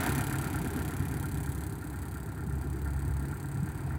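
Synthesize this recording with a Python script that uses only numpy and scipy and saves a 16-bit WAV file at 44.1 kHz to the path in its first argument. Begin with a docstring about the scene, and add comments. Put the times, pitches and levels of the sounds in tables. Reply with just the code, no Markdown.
"""Road roller creeping past

It passes under an open steel frame, turns side-on and leaves, driven by a slow four-cylinder diesel.
The low bed is filtered-noise drum rumble and body boom, sine thuds for bumps and a crank-locked drone.
Nearer the ear, noise clatter fades as the machine turns side-on. Every firing snaps a double tick of
shaped noise, then a double knock of decaying sines that rings the engine's metal."""
import sys
import numpy as np
from scipy import signal
from scipy.fft import rfft, irfft
from scipy.io import wavfile
from scipy.ndimage import uniform_filter1d

SR = 44100
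rng = np.random.default_rng(int(sys.argv[2]) if len(sys.argv) > 2 else 0)


def dump(signal):
    """Clip the signal to [-1, 1] and save it as 16-bit WAV at the path in sys.argv[1]."""
    limited = np.clip(np.atleast_2d(signal).T, -1, 1)
    pcm = np.round(limited * 32767).astype(np.int16)
    wavfile.write(sys.argv[1], SR, pcm)


N = 175518
TIME = np.arange(N) / SR

# Spectra below set shape only: colour() brings each to unit rms before its level curve.

# firing times; a short cut in the sound just after 2 s brings later firings early:
# firings_counted, time_s
CRANK = [(-2, -.025), (0, .0335), (4, .1503), (12, .3845), (20, .616), (32, .9656), (44, 1.3143),
         (56, 1.6653), (64, 1.8995), (68, 2.0175), (69, 2.0235), (73, 2.1412), (77, 2.2595), (85, 2.4952),
         (101, 2.9627), (113, 3.312), (125, 3.6594), (137, 4.009)]
TOP_FIRING_HZ = 34.6  # ceiling on the drone's firing rate, so that its pitch does not jump at the cut
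# cylinders in firing order: tick_db, second_tick_after_s, second_tick_db (re first),
# knock_db, second_knock_after_s, second_knock_db (re first)
CYLINDERS = [(4, 0.00557, -4, -3.5, .009, -19), (3.5, 0.0074, -3.5, 1.5, .008, -6),
             (3.5, 0.0084, -5, -0.5, 0.0082, -6), (3.5, 0.0052, -6, -10, 0.0076, 1.5)]

# rumble of the drums, then boom of the body: frequency_hz, density_db_per_hz
RUMBLE_SPECTRUM = [(10, -23), (30, -29), (40, -16.5), (50, -4), (65, -1), (92, 1), (115, 3.5), (150, -2.5),
                   (180, -3), (215, -16.5), (300, -31), (600, -69)]
BOOM_SPECTRUM = [(100, -41.5), (170, -6.5), (210, -3.5), (265, 0.5), (305, 1.5), (345, -4), (400, -8),
                 (460, -11.5), (540, -28), (900, -49)]
# their levels before the trims: time_s, level_db
RUMBLE_LEVEL = [(0, -40.5), (.28, -37.5), (.48, -41), (.62, -34.5), (0.799, -46), (.92, -41), (1.03, -38),
                (1.25, -40), (1.6, -39), (1.95, -45), (2.25, -42), (2.5, -40.5), (2.85, -42.5), (3.1, -40),
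                (3.4, -46.5), (3.6, -37.5), (3.69, -41.5), (3.98, -39.5)]
BOOM_LEVEL = [(0.0, -37), (0.21, -36), (0.23, -41), (0.74, -39), (0.78, -34.5), (0.8, -41), (2.21, -48),
              (2.75, -43.5), (2.94, -48.5), (3.09, -43.5), (3.14, -52.5), (3.27, -40), (3.35, -47.5),
              (3.98, -46.5)]
RUMBLE_TRIM_DB, BOOM_TRIM_DB = 1, 0.5
PUFF_DEPTH, CHUG_DEPTH = 0.18, 0.076  # fractions of amplitude
# bumps of the drums: start_s, envelope_peak_db (before the low cut), pitch_hz
BUMPS = [(.263, -29, 111), (0.756, -32, 131), (0.999, -24.5, 131), (2.467, -27.5, 170), (2.527, -26, 123),
         (3.085, -24, 96), (3.623, -26.5, 174)]
BUMP_RISE_S, BUMP_LOW_CUT_HZ = 0.0055, 60

# exhaust drone: time_s, second_multiple_db, fourth_multiple_db (multiples of the firing rate)
DRONE_LEVEL = [(0, -41, -40), (.5, -49, -42), (.8, -42.5, -43.5), (1.3, -45, -39), (1.8, -47, -49.5),
               (2.3, -47, -46.5), (2.7, -39.5, -42.5), (3.1, -36, -37), (3.28, -43, -36.5),
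               (3.4, -53, -44.5), (3.53, -39, -39.5), (3.7, -50, -45.5), (3.82, -47, -40),
               (3.98, -37.5, -40.5)]
# weaker engine and gear tones: multiple_of_firing_rate, level_db (before the shared curve)
TONES = [(1.5, -60.5), (2.5, -46.5), (2.75, -49), (4.5, -50), (6, -57.5), (7.75, -59), (8.75, -62),
         (9, -56), (11.6, -56.5)]
# shared curve of the weaker tones: time_s, gain_db
TONES_GAIN = [(0, -0.5), (1.3, 1.5), (1.9, -3.5), (2.7, -3), (3.98, -3.5)]
WAVER_DB, WAVER_TURNS = 3, 0.066  # rms wander of level and of phase

# gear and chassis clatter on approach, then side-on and after: frequency_hz, density_db_per_hz
CLATTER_NEAR = [(350, -32), (480, -10.5), (570, -6), (720, 3), (880, 1.5), (1020, -1.5), (1170, -6.5),
                (1550, -1), (1900, -4.5), (2200, -7), (2480, -11), (2750, -15), (3600, -18), (4800, -20.5),
                (5300, -23), (8300, -25), (12500, -43), (15700, -24)]
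CLATTER_SIDE = [(350, -27), (480, -5), (570, -9), (700, -0.5), (880, 2), (1020, -2.5), (1170, -7),
                (1550, -4.5), (1900, -7.5), (2200, -13), (2480, -14), (2750, -21), (3600, -24.5),
                (4800, -24.5), (5300, -32), (8300, -23.5), (12500, -28.5), (15700, -28)]
# level of the clatter: time_s, level_db
CLATTER_LEVEL = [(0, -34.5), (.1, -37.5), (.25, -42.5), (.6, -45), (1.0, -46.5), (1.4, -49), (1.8, -51),
                 (2.5, -52), (3.2, -50.5), (3.98, -50.5)]
CLATTER_FLUTTER_DB, CLATTER_SWING_DB = 1.5, 0.2  # random rms, peak of the regular swing

# what the knock rings: pitch_hz, relative_level_db, t60_s
KNOCK_MODES = [(1286, -13.5, 0.045), (1389.5, 2.5, 0.052), (1482, -10.5, 0.069), (1583, -3, 0.059),
               (1660, -15, 0.03), (1802, -4.5, 0.055), (2090, -18, 0.03), (2200, -22, 0.022)]
# level of all knocks together: time_s, level_db
KNOCK_LEVEL = [(0, -39.5), (.35, -47), (.9, -53), (1.4, -53), (1.75, -57.5), (2.4, -55), (3.3, -53.5),
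               (3.98, -57)]
# knocks of their own strength, mostly the hardest: time_s, level_re_usual_db
HARD_KNOCKS = [(.193, 0.5), (.309, 2), (.339, 7), (.455, 4.5), (.542, 2.5), (.571, 5), (.687, 1),
               (.777, 5.5), (.803, 5.5), (.893, 4.5), (.923, 9), (1.009, 4.5), (1.242, 3), (1.475, 3.5),
               (1.826, 7), (1.943, 4.5), (2.037, 1), (2.154, 5), (2.39, 3), (2.508, 4), (2.858, 5.5),
               (3.209, -0.5), (3.238, 3), (3.325, 4), (3.672, 3), (3.905, 6.5)]
KNOCK_AFTER_S, KNOCK_CONTACT_S, HARD_WITHIN_S = 0.0125, 0.002, 0.012
KNOCK_SPREAD_DB, KNOCK_PHASE_SPREAD_RAD = 1.5, 0.52

# colour of the ticks approaching, side-on and leaving: frequency_hz, density_db_per_hz
TICK_NEAR = [(1500, -5), (2400, -2), (2800, -5), (3300, -4), (4300, -3), (4900, -7.5), (5250, -17),
             (5800, -4), (6800, -3), (8000, 3), (9500, 1), (10500, 1), (10850, 4.5), (11800, 1.5),
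             (13300, -5), (14700, 2), (15700, -4)]
TICK_SIDE = [(1500, -5), (2400, -16), (3000, -10.5), (4200, -3.5), (4800, -9), (5250, -16), (6000, -7.5),
             (7400, -2.5), (8450, 6.5), (9200, -4.5), (10200, -3.5), (10850, 3.5), (11700, -1.5),
             (12400, -7), (13300, -9), (14700, 5.5), (15700, -5)]
TICK_AWAY = [(1500, -3), (2400, -10), (3000, -10), (4200, -3), (4800, -5.5), (5250, -17), (6000, -6.5),
             (7400, -2), (8000, 5.5), (8400, 7), (8750, 5.5), (9200, 1), (10200, -7), (10850, 0.5),
             (11700, -1.5), (12400, -4), (13300, -4), (14700, 1), (15700, 1)]
SIDE_S, AWAY_S = 1.72, 3
# thin metal parts that ring on after each tick: pitch_hz, width_hz, relative_level_db
TICK_MODES = [(2410, 56, 7.5), (2880, 25, -6), (3190, 97, -1.5), (4715, 45, 5), (6970, 26, -5),
              (10670, 67, -5)]
# level of the ticks before the trim: time_s, level_db
TICK_LEVEL = [(0, -41.5), (.1, -43.5), (.22, -46.5), (.36, -47.5), (.55, -50.5), (.8, -50.5), (1.05, -53),
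              (1.35, -52.5), (1.62, -51.5), (1.78, -57.5), (2.15, -56.5), (2.35, -60), (2.58, -59),
              (2.75, -57), (3.0, -56), (3.4, -56), (3.7, -57), (3.98, -61.5)]
TICK_TRIM_DB = 2.5
TICK_RISE_S, TICK_HOLD_S, TICK_FALL_S = 0.0012, 0.0011, 0.0019  # the fall is an amplitude decay
TICK_TAIL_POWER_DECAY_S, TICK_TAIL_DB = 0.0051, -7.5
TICK_SPREAD_DB, TICK_JITTER_S, REBOUND_JITTER_S = 1.3, 0.00034, 0.00054

RECORDER_EDGE_HZ = 15900


def amp(db):
    """Decibels to gain."""
    return 10 ** (np.asarray(db) / 20)


def evened(x):
    """Scales to unit rms."""
    return x / np.sqrt(np.mean(x ** 2) + 1e-20)


def level(points, axis=1):
    """Gain over time from one dB column of a curve."""
    rows = np.array(points)
    return amp(np.interp(TIME, rows[:, 0], rows[:, axis]))


def colour(x, points):
    """Filters by a spectrum with a causal, minimum-phase response; unit rms."""
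    hz, db = np.transpose(points)
    size = 8192
    bins_hz = abs(np.fft.fftfreq(size, 1 / SR))
    log_gain = np.log(amp(np.interp(np.log(bins_hz + 1), np.log(hz), db)))
    # the Hilbert transform of the log gain gives the minimum phase
    response = np.fft.ifft(np.exp(np.conj(signal.hilbert(log_gain)))).real[:size // 2]
    # a mirrored lead-in lets the filter settle before the start
    padded = np.r_[x[:size][::-1], x]
    return evened(signal.fftconvolve(padded, response)[size:size + N])


def drift(hz):
    """Slow random motion up to a rate; unit rms."""
    low_pass = np.exp(-(np.fft.rfftfreq(N, 1 / SR) / hz) ** 2)
    return evened(irfft(rfft(rng.standard_normal(N)) * low_pass, N))


def add(mix, s, sound):
    """Mixes a sound in at a time, cut at both ends of the mix."""
    at = round(s * SR)
    sound = sound[max(-at, 0):]
    part = mix[max(at, 0):][:len(sound)]
    part += sound[:len(part)]


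def crank():
    """Firings counted so far, at every sample."""
    count, s = np.transpose(CRANK)
    return np.interp(TIME, s, count)


def firings():
    """Time and cylinder row of every firing."""
    count, s = np.transpose(CRANK)
    numbers = range(int(count[0]), int(count[-1]))
    return [(np.interp(k, count, s), CYLINDERS[k % len(CYLINDERS)]) for k in numbers]


def rolling(spectrum, curve):
    """Low noise that puffs with every firing and chugs with every engine cycle."""
    angle = 2 * np.pi * crank()
    puffs = 1 + PUFF_DEPTH * np.cos(angle)
    rumble = colour(puffs * rng.standard_normal(N), spectrum)
    # even out slow random swells, so that the curve alone sets the level
    running_rms = np.sqrt(uniform_filter1d(rumble ** 2, size=7000) + 1e-9)
    chug = 1 - CHUG_DEPTH * np.cos(angle / len(CYLINDERS))
    return level(curve) * chug * rumble / running_rms


def bumps():
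    """Dull thuds, short decaying sines, as the steel drums ride over the uneven ground."""
    t, out = np.arange(SR // 8) / SR, np.zeros(N)
    for s, db, hz in BUMPS:
        u = t / BUMP_RISE_S
        envelope = u * np.exp(1 - u)  # peaks at 1 after the rise
        add(out, s, amp(db) * envelope * np.sin(2 * np.pi * hz * t))
    low_cut = signal.butter(2, BUMP_LOW_CUT_HZ, "high", fs=SR, output="sos")
    return signal.sosfilt(low_cut, out)


def drone():
    """Wavering exhaust and gear tones, sines at multiples of the firing rate."""
    turns = np.cumsum(np.minimum(np.gradient(crank()), TOP_FIRING_HZ / SR))
    tones = [(2, level(DRONE_LEVEL, axis=1)), (4, level(DRONE_LEVEL, axis=2))]
    tones += [(multiple, amp(db) * level(TONES_GAIN)) for multiple, db in TONES]
    out = np.zeros(N)
    for multiple, gain in tones:
        waver = amp(WAVER_DB * drift(7.3))
        phase_turns = multiple * turns + rng.random() + WAVER_TURNS * drift(5.9)
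        out += gain * waver * np.sqrt(2) * np.sin(2 * np.pi * phase_turns)
    return out


def clatter():
    """Dense noise rattle of gears and chassis, swelling once per engine cycle, dulling up to side-on."""
    cycle_angle = 2 * np.pi * crank() / len(CYLINDERS)
    swing = amp(CLATTER_FLUTTER_DB * drift(106) - CLATTER_SWING_DB * np.cos(cycle_angle))
    rattle = swing * rng.standard_normal(N)
    past = np.minimum(TIME / SIDE_S, 1)
    turning = (1 - past) * colour(rattle, CLATTER_NEAR) + past * colour(rattle, CLATTER_SIDE)
    return level(CLATTER_LEVEL) * turning


def knocks():
    """A double blow per firing rings the engine's metal as decaying modes; one cylinder knocks hardest."""
    t, out = np.arange(SR // 8) / SR, np.zeros(N)
    rings = np.array([amp(db - 60 * t / t60) * np.exp(2j * np.pi * hz * t)
                      for hz, db, t60 in KNOCK_MODES])
    rings *= 1 - np.exp(-t / KNOCK_CONTACT_S)  # soft contact
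    for s, (*_, db, gap, second_db) in firings():
        knock_s = s + KNOCK_AFTER_S
        extra_db = sum(extra for at, extra in HARD_KNOCKS if abs(knock_s - at) < HARD_WITHIN_S)
        force = amp(db + extra_db)
        spread, rough, second_phase = rng.standard_normal((3, len(rings)))
        blow = amp(KNOCK_SPREAD_DB * spread) * np.exp(1j * KNOCK_PHASE_SPREAD_RAD * rough)
        second_blow = amp(second_db) * np.exp(1j * np.pi * second_phase)
        add(out, knock_s, force * (blow @ rings).imag)
        add(out, knock_s + gap, force * (second_blow @ rings).imag)
    return level(KNOCK_LEVEL) * evened(out)


def ticks():
    """Two gritty noise snaps per firing ring thin metal; their colour turns with the machine."""
    t, power = np.arange(SR // 20) / SR, np.zeros(N)
    # envelopes are summed as power, then applied to one noise
    snap = np.exp(-np.maximum(t - TICK_HOLD_S, 0) / TICK_FALL_S) ** 2
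    snap += amp(TICK_TAIL_DB) ** 2 * np.exp(-t / TICK_TAIL_POWER_DECAY_S)
    snap *= np.minimum(t / TICK_RISE_S, 1) ** 2
    for s, (db, gap, second_db, *_) in firings():
        late, spread, second_late, second_spread = rng.standard_normal(4)
        first_gain = amp(db + TICK_SPREAD_DB * spread)
        second_gain = amp(db + second_db + TICK_SPREAD_DB * second_spread)
        add(power, s + TICK_JITTER_S * late, snap * first_gain ** 2)
        add(power, s + gap + REBOUND_JITTER_S * second_late, snap * second_gain ** 2)
    grit = np.sqrt(power) * rng.standard_normal(N)
    ringing = sum(amp(db) * signal.lfilter(*signal.iirpeak(hz, hz / width, SR), grit)
                  for hz, width, db in TICK_MODES)
    metal = grit + ringing
    # crossfade of the three colours: near until 1 s, then side-on, then away
    shares = [np.interp(TIME, [1, SIDE_S, AWAY_S], row) for row in np.eye(3)]
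    colours = (TICK_NEAR, TICK_SIDE, TICK_AWAY)
    sound = sum(share * colour(metal, tone) for share, tone in zip(shares, colours))
    return amp(TICK_TRIM_DB) * level(TICK_LEVEL) * evened(sound)


def scene():
    """The engine above the rumble of the moving machine, in mono."""
    rumble = amp(RUMBLE_TRIM_DB) * rolling(RUMBLE_SPECTRUM, RUMBLE_LEVEL)
    boom = amp(BOOM_TRIM_DB) * rolling(BOOM_SPECTRUM, BOOM_LEVEL)
    return (rumble + boom + bumps() + drone() + clatter() + knocks() + ticks())[None]


def record(dry):
    """The recorder's band limit, a steep low-pass."""
    low_pass = signal.firwin(511, RECORDER_EDGE_HZ, window=("kaiser", 9), fs=SR)
    return signal.oaconvolve(dry, low_pass[None], "same")


dry = scene()
out = record(dry)
dump(out)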